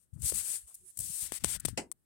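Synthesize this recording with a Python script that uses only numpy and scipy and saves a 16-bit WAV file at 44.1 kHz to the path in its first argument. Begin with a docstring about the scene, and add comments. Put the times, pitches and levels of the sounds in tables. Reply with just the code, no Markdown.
"""Handling noise beside a door

Fingers shift on a hand-held phone. Stick-slip friction of skin hisses and scuffs next to the left microphone
port, whose cavity resonates near 8.5 kHz; taps push air into it and the grip makes the case rumble. Near the
end the door's mechanism knocks once in a small, quiet room."""
import sys
import numpy as np
from scipy import signal
from scipy.fft import rfft, irfft, next_fast_len
from scipy.io import wavfile
from scipy.ndimage import uniform_filter1d, map_coordinates

SR = 44100
rng = np.random.default_rng(int(sys.argv[2]) if len(sys.argv) > 2 else 0)


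def transcribe(u):
    """Save the signal u as a 16-bit wav file named by the first command-line argument.

    u: samples, shape (n,) or (channels, n), limited to [-1, 1]; the rate is SR.
    q: integer samples, one column per channel.
    """
    v = np.clip(np.atleast_2d(u).T, -1, 1)
    q = np.round(v * 32767).astype(np.int16)
    wavfile.write(sys.argv[1], SR, q)


N = 90404
TIME = np.arange(N) / SR


def amp(db):
    """Amplitude ratio of a level in decibels."""
    return 10 ** (np.asarray(db) / 20)


def unit(x):
    """Normalisation of each channel to rms 1."""
    return x / np.sqrt(np.mean(x ** 2, axis=-1, keepdims=True) + 1e-20)


def along(points, hz):
    """Interpolation of (frequency, value) points on a logarithmic frequency axis."""
    freqs, values = np.transpose(points)
    return np.interp(np.log(hz + 1), np.log(freqs + 1), values)


def curves(rows):
    """Linear interpolation in time of each column after the first."""
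    times, *columns = np.transpose(rows)
    return [np.interp(TIME, times, column) for column in columns]


def wobble(rate):
    """Low-pass noise: a spline through `rate` random knots a second."""
    return map_coordinates(rng.standard_normal(int(N * rate / SR) + 4), [TIME * rate])


def since(s):
    """Seconds after time s, zero before it."""
    return np.maximum(np.arange(N) - round(s * SR), 0) / SR


def swell(s, half_width):
    """Gaussian envelope centred on time s."""
    return np.exp(-((TIME - s) / half_width) ** 2)


def pan(db):
    """Constant-power gains for a balance, the level of left over right."""
    ratio = np.atleast_1d(amp(db))
    return np.array([ratio, np.ones_like(ratio)]) / np.sqrt(1 + ratio ** 2)


def colour(x, points):
    """Minimum-phase filter through (frequency, gain) points, by folding the cepstrum."""
    m = 2 * next_fast_len(N)
    cepstrum = irfft(np.log(amp(along(points, np.fft.rfftfreq(m, 1 / SR)))))
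    cepstrum[1:m // 2] *= 2
    cepstrum[m // 2 + 1:] = 0
    return irfft(rfft(x, m) * np.exp(rfft(cepstrum)), m)[..., :N]


# Finger strokes, one list each: (time [s], level [dB], balance [dB])
STROKES = [
    [(0.0, -71, 23), (0.034, -70, 34), (0.084, -94, 17), (0.128, -91, 17), (0.138, -65.5, 19.5),
     (0.17, -76, 20), (0.19, -68, 30)],
    [(0.2, -58.5, 23.5), (0.212, -57.5, 14), (0.222, -45, 12.0), (0.258, -31.5, 8), (0.298, -30, 8.5),
     (0.318, -39, 13), (0.337, -43, 18)],
    [(0.343, -34, 20), (0.405, -34, 15), (0.427, -41, 12), (0.461, -38, 10.5), (0.557, -35.5, 13),
     (0.6, -52.5, 4), (0.66, -64.5, 5)],
    [(0.66, -70, 11), (0.678, -54, 5), (0.724, -59.5, 6), (0.766, -60.5, 4), (0.835, -66.5, -1),
     (0.865, -56, -10), (0.905, -52.5, -9), (0.918, -63.5, 10), (0.948, -64.5, 11), (0.96, -62.5, 17)],
    [(1.01, -41.5, 8), (1.086, -41, 10.5), (1.2, -38.5, 11), (1.23, -36, 12), (1.268, -40.5, 13.5),
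     (1.286, -51.5, 10), (1.315, -57, 13)],
    [(1.326, -41.5, 10), (1.36, -39, 15.5), (1.38, -44, 11.5), (1.394, -65, 13), (1.408, -58.5, 5.5),
     (1.432, -62, 11.5)],
    [(1.456, -38, 7.5), (1.47, -43.5, 15), (1.498, -35, 14.5), (1.564, -40, 19), (1.584, -73, 17)],
    [(1.664, -64.5, 6), (1.672, -53, 14), (1.686, -45, 8.5), (1.712, -58.5, 11), (1.732, -70.5, 4),
     (1.765, -80, 11.5)],
]
# Friction spectra, fine, coarse and with the left port damped: (frequency [Hz], gain [dB])
HISS_SPECTRUM = [(200, -39), (1500, -37), (3500, -14.5), (6000, -6.5), (8500, 3.5), (15500, 7.5)]
RASP_SPECTRUM = [(100, -3.5), (300, -1), (600, -5.5), (1100, -5.5), (1700, 1), (3500, 6), (6000, 3),
                 (9000, -14)]
DAMPED_SPECTRUM = [(1200, -34.5), (2500, -11.5), (4500, -1.5), (6300, 0), (8400, -6.5), (11000, 7),
                   (15500, 15.5)]
# Rasp relative to hiss, and damped hiss relative to open hiss: (time [s], level [dB])
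RASP_MIX = [(.1, -18), (.28, -21.5), (.4, -17), (.55, -18.5), (.62, -16.5), (.75, -19), (.9, -20),
            (1.05, -24), (1.22, -20), (1.3, -7.5), (1.36, -13), (1.41, -2.5), (1.52, -12.5), (1.61, 0),
            (1.7, -6)]
DAMPED_MIX = [(.22, -10), (.28, -3), (.34, -10.5), (.93, -15), (1.03, -4.5), (1.36, -7.5)]


def slides():
    """Sliding friction: a hiss over a coarser rasp, flatter where a finger damps the port's resonance."""
    level_db, side_db = curves(np.vstack(STROKES))
    rasp_db, = curves(RASP_MIX)
    damping = amp(curves(DAMPED_MIX)[0]) * np.array([[1], [0]])  # left port only
    open_hiss = shifting_resonances(friction(HISS_SPECTRUM))
    hiss = (open_hiss + damping * friction(DAMPED_SPECTRUM)) / np.sqrt(1 + damping ** 2)
    rasp = amp(rasp_db) * shifting_resonances(friction(RASP_SPECTRUM)) * amp([[0], [-2]])
    lift_off = np.exp(-since(STROKES[-1][-1][0]) / .02)
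    flutter_db = .5 * wobble(150)
    return (hiss + rasp) * pan(side_db) * lift_off * amp(level_db + 5 + flutter_db)


def friction(spectrum, slips_per_s=18000, spread_db=3.5):
    """Stick-slip friction: dense random impulses, heard through the ports, at rms 1."""
    slips = (rng.random((2, N)) < slips_per_s / SR) * rng.choice([-1, 1], (2, N))
    strength = amp(spread_db * rng.standard_normal((2, N)))
    return unit(ports(colour(slips * strength, spectrum)))


def shifting_resonances(x, depth_db=1.6, width_hz=350, life_s=.035):
    """Variable cavity: narrow bands swell and fade as the gap between finger and case changes."""
    spectra = signal.stft(x, nperseg=512)[2]
    field = rng.standard_normal(spectra.shape[1:])
    field = uniform_filter1d(field, round(width_hz * 512 / SR), axis=0)
    field = uniform_filter1d(field, round(life_s * SR / 256), axis=1)
    gain = amp(depth_db * field / field.std())
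    return unit(signal.istft(spectra * gain, nperseg=512)[1][:, :N])


# Responses of the microphone ports: (frequency [Hz], gain [dB])
LEFT_RESPONSE = [(100, -13), (1000, -5), (4000, -9.5), (6300, -7), (7500, -2.5), (8400, 1), (9400, -4.5),
                 (11000, -11.5), (15500, -25.5)]
RIGHT_RESPONSE = [(100, -17.5), (1000, -10.5), (4000, -19.5), (6300, -10.5), (8000, -7), (9200, -2),
                  (10300, -4.5), (12000, -17), (15500, -32)]


def ports(x):
    """Cavity resonance: each microphone port rings at its own frequency."""
    return np.array([colour(x[0], LEFT_RESPONSE), colour(x[1], RIGHT_RESPONSE)])


# Scuffs: (time [s], length [s], level [dB], rasp over hiss [dB], sizzle over hiss [dB], balance [dB])
SKIN_SCUFFS = [(0.198, 0.009, -57, -25, -15, 12), (0.22, 0.0026, -34, -23, -8, 31),
               (0.3407, 0.00092, -29, -26, -12, 21.5), (0.7424, 0.014, -45, -40, -0.5, 2),
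               (0.972, 0.0065, -34.5, -28, -5, 9), (.989, 0.0043, -29.5, -25, -1, 13),
               (1, 0.01, -30.5, -27.5, -8, 9), (1.321, 0.0011, -25, -9, -15, 21),
               (1.438, 0.0038, -30, -6.5, -5, 11), (1.4445, 0.0069, -28.5, -10.5, -15, 13),
               (1.5977, 0.0088, -37, -18.5, -6.5, 13), (1.6503, 0.012, -29, -11.5, -19, 21),
               (1.6541, 0.00073, -17, -9.5, -19, 29), (1.685, 0.0052, -36, -13, -14, 14),
               (1.92, 0.0054, -41.5, -23, -10, 31)]
# Sizzle of a fast slip: (frequency [Hz], gain [dB])
SIZZLE_SPECTRUM = [(3000, -29), (5500, -9), (8500, -10), (11500, 4.5), (15500, 15.5)]


def scuffs(rise_s=0.00039, fall_s=0.001):
    """Transient friction: the skin catches and slips for a few milliseconds."""
    hiss, rasp, sizzle = friction(HISS_SPECTRUM), friction(RASP_SPECTRUM), friction(SIZZLE_SPECTRUM)
    sound = np.zeros((2, N))
    for s, length, db, rasp_db, sizzle_db, side_db in SKIN_SCUFFS:
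        envelope = (1 - np.exp(-since(s) / rise_s)) * np.exp(-since(s + length) / fall_s)
        skin = hiss + amp(rasp_db) * rasp + amp(sizzle_db) * sizzle
        sound += amp(db) * pan(side_db) * envelope * skin
    return sound


# Taps: (time [s], click level [dB], push level [dB], push frequency [Hz], balance [dB])
CASE_TAPS = [(0.234, -30.5, -43.5, 200, 12), (0.3222, -21, -35, 590, 37), (0.3391, -32, -39, 350, 33),
             (1.3211, -18, -18.5, 324, 21), (1.4455, 1.5, -13, 254, 20), (1.6512, -14, -17, 210.6, 29),
             (1.6543, -15.5, -24, 208, 22.5), (1.685, -19.5, -20.5, 410, 23)]


def taps(rise_s=0.00014, decay_cycles=0.24, click_gain_db=12.5):
    """Impulse excitation: a tap clicks in the port and pushes one damped swing of air into it."""
    clicks, pushes = np.zeros((2, N)), np.zeros((2, N))
    for s, click_db, push_db, hz, side_db in CASE_TAPS:
        t = since(s)
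        clicks[:, round(s * SR)] += amp(click_db) * pan(side_db)[:, 0]
        envelope = (1 - np.exp(-t / rise_s)) * np.exp(-t * hz / decay_cycles)
        pushes += amp(push_db) * pan(side_db) * envelope * np.cos(2 * np.pi * hz * t)
    return amp(click_gain_db) * ports(clicks) + pushes


# Contacts in the door's mechanism, then a late echo off a wall at 1.797 s: (time [s], level [dB])
KNOCK_PULSES = [(1.7727, -20), (1.775, 0), (1.7783, -3), (1.782, -6), (1.797, -16)]
# Their clatter: (frequency [Hz], gain [dB])
CLATTER_SPECTRUM = [(50, -34), (100, -15.5), (220, -8.5), (380, -5.5), (550, -9.5), (880, -8), (1150, -22),
                    (2040, -14), (2900, -12), (3600, -26.5), (4700, -14), (6600, -18.5), (8100, -10.5),
                    (11500, -31.5), (15000, -39)]
# Modes of the door: (frequency [Hz], level [dB], T60 [s])
DOOR_MODES = [(356, 5.5, 0.2), (401, -1, 0.21), (574, -1.5, 0.15), (790, -7, .1), (2033, 3.5, 0.12),
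              (2230, -8, 0.13), (2500, 0.5, .06), (2950, 1, 0.066), (5660, -15, .12), (7700, -10, .09)]


def door_knock(main_contact_s=1.775, crack_t60_s=0.035, side_db=4.5):
    """Impact and modal decay: the mechanism chatters; its hardest contact excites door and room."""
    t = np.arange(SR // 2) / SR
    reverb = amp(-5.5) * room_response(len(t)) * pan(1.9)
    crack = amp(-4.5 - 60 * t / crack_t60_s) * rng.standard_normal((2, len(t))) * pan(side_db)
    modes = sum(amp(db - 60 * t / t60) * np.sin(2 * np.pi * hz * t) for hz, db, t60 in DOOR_MODES)
    contacts, main_contact = np.zeros((1, N)), np.zeros((1, N))
    for s, db in KNOCK_PULSES:
        contacts[0, round(s * SR)] = amp(db)
    main_contact[0, round(main_contact_s * SR)] = 1
    excite = lambda hits, response: signal.fftconvolve(hits, response, axes=1)[:, :N]
    clatter = colour(excite(contacts, crack) + excite(main_contact, reverb), CLATTER_SPECTRUM)
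    ring = excite(main_contact, modes * pan(side_db))
    return amp(-4) * clatter + amp(-42) * ring


# Reverberation time of the room: (frequency [Hz], T60 [s])
ROOM_T60 = [(100, 0.22), (200, 0.25), (530, 0.19), (1390, 0.15), (3680, 0.11), (9700, .13)]
# Likeness of its sound at the two ports: (frequency [Hz], coherence [0-1])
ROOM_COHERENCE = [(100, 1), (500, 0.53), (1500, 0.098), (8000, 0.17)]


def room_response(samples):
    """Diffuse reverberation: noise decays exponentially in each band, most coherent in the bass."""
    hz, t, spectra = signal.stft(rng.standard_normal((2, samples)), SR, nperseg=256)
    angle = np.arccos(np.clip(along(ROOM_COHERENCE, hz), -1, 1))[:, None] / 2
    decay = amp(-60 * t / along(ROOM_T60, hz)[:, None])
    spectra = spectra * [np.cos(angle), np.sin(angle)] * decay
    mid, side = signal.istft(spectra, SR, nperseg=256)[1][:, :samples]
    return np.array([mid + side, mid - side])


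# Fingertip presses: (time [s], frequency [Hz], level [dB], half-width [s], balance [dB])
FINGERTIP_BUMPS = [(0.137, 89, -33.5, 0.0046, 35), (0.165, 112, -31.5, 0.0045, 26),
                   (0.245, 80, -30.5, 0.01, 32), (0.324, 406, -28, 0.0013, 39),
                   (0.648, 63, -53.5, .016, -13), (1.004, 128.6, -38.5, 0.011, 19),
                   (1.102, 158, -41.5, 0.0064, 29), (1.47, 81, -38, 0.0047, 12.5),
                   (1.4475, 189.7, -26, 0.0048, 29.5), (1.657, 148, -30.5, 0.007, 29.5),
                   (1.689, 89.7, -29.5, 0.0053, 31), (1.732, 125, -34.5, 0.0029, 28.5)]


def bumps():
    """Soft impact: a fingertip presses the case and gives a cycle or two of thud."""
    return sum(amp(db) * pan(side_db) * swell(s, half_width) * np.cos(2 * np.pi * hz * (TIME - s))
               for s, hz, db, half_width, side_db in FINGERTIP_BUMPS)


# Flexing of the case, in successive stretches: (time [s], level [dB])
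GRIP_FLEXES = [
    [(0.12, -61.5), (0.162, -48), (0.258, -42.5), (0.298, -65.5), (0.33, -44.5), (0.434, -61), (0.48, -88)],
    [(0.494, -65), (0.67, -79.5), (0.768, -92), (0.814, -68.5), (0.96, -99)],
    [(0.97, -63), (0.994, -48.5), (1.136, -62), (1.2, -86), (1.228, -51.5), (1.3, -66), (1.315, -60)],
    [(1.33, -49.5), (1.35, -67.5), (1.388, -67.5), (1.44, -43)],
    [(1.455, -46.5), (1.483, -45), (1.507, -54.5), (1.571, -47), (1.597, -55), (1.621, -61), (1.645, -47.5)],
    [(1.66, -43), (1.72, -46.5), (1.736, -40.5), (1.758, -60), (1.765, -50.5)],
]
# Its rumble: (frequency [Hz], gain [dB])
RUMBLE_SPECTRUM = [(20, -30), (45, -6), (72, -1), (120, -7.5), (190, -14), (280, -23), (500, -52),
                   (1500, -52), (5000, -91)]


def grip(rise_s=0.0093, fall_s=0.051, side_db=25.5):
    """Structure-borne sound: the case flexes and rumbles as the hand shifts on it."""
    level_db, = curves(np.vstack(GRIP_FLEXES))
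    start, end = GRIP_FLEXES[0][0][0], GRIP_FLEXES[-1][-1][0]
    fade = (1 - np.exp(-since(start) / rise_s)) * np.exp(-since(end) / fall_s)
    noise = colour(rng.standard_normal((2, N)), RUMBLE_SPECTRUM)
    running_rms = np.sqrt(np.abs(uniform_filter1d(noise ** 2, size=1400)) + 1e-12)
    return unit(noise / running_rms) * pan(side_db) * amp(level_db + 2.5) * fade


# Contacts of the case's last double tick: (time [s], level [dB])
TICK_CONTACTS = [(1.9156, -6), (1.9165, 0)]
# Modes of the case: (frequency [Hz], level [dB], time constant [s])
CASE_MODES = [(1150, -45.5, 0.00064), (2060, -47.5, 0.00058), (4530, -41.5, 0.00027), (8740, -17, 0.00014),
              (11100, -27.5, 0.00011)]


def ticks(side_db=33):
    """Heavily damped modes: the case ticks twice, each mode swelling and dying at once."""
    ring = lambda t, hz, tau: t / tau * np.exp(1 - t / tau) * np.sin(2 * np.pi * hz * t)
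    return pan(side_db) * sum(amp(db + mode_db) * ring(since(s), hz, tau)
                              for s, db in TICK_CONTACTS for hz, mode_db, tau in CASE_MODES)


# Rustles: (time [s], half-width [s], centre frequency [Hz], bandwidth [Hz], level [dB])
ROOM_RUSTLES = [(0.702, 0.026, 1000, 1100, -71.5), (0.844, 0.032, 376, 89.9, -71),
                (1.001, 0.016, 520, 700, -62), (1.592, 0.13, 1646, 780, -65.5)]


def rustles(side_db=7.6):
    """Narrow-band noise: faint creaks and rustles in the room, coherent at both ports."""
    sound = np.zeros(N)
    for s, half_width, hz, bandwidth, db in ROOM_RUSTLES:
        phase = 2 * np.pi * hz * TIME
        band = unit(wobble(bandwidth) * np.sin(phase) + wobble(bandwidth) * np.cos(phase))
        sound += amp(db) * swell(s, half_width) * band
    return pan(side_db) * sound


# Noise floor: (frequency [Hz], gain [dB])
HUSH_SPECTRUM = [(25, 3.5), (116, 0), (871, -24.5), (1850, -23), (2060, -29.5), (6380, -31), (8350, -18),
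                 (15500, -27)]


def hush(level_db=-73.5, side_db=1.5):
    """Stationary noise: the steady hush of the room."""
    return unit(colour(rng.standard_normal((2, N)), HUSH_SPECTRUM)) * amp(level_db) * pan(side_db)


def scene():
    """Superposition of the handling noise, the knock and the room's background."""
    handling = slides() + scuffs() + taps() + ticks() + grip() + bumps()
    return handling + rustles() + door_knock() + hush()


def record(dry):
    """Saturation and band limiting: the microphone rounds peaks; the phone cuts deep bass and top."""
    ceiling, low_cut_hz, high_cut_hz = amp(-2), 40, 16100
    m = next_fast_len(N + SR // 2)
    hz = np.fft.rfftfreq(m, 1 / SR)
    rounded = ceiling * np.tanh(dry / ceiling)
    high_pass = hz ** 2 / np.hypot(hz ** 2, low_cut_hz ** 2)
    low_pass = np.clip((high_cut_hz - hz) / 600 + .5, 0, 1)
    return irfft(rfft(rounded, m) * high_pass * low_pass, m)[:, :N]


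dry = scene()
out = record(dry)
transcribe(out)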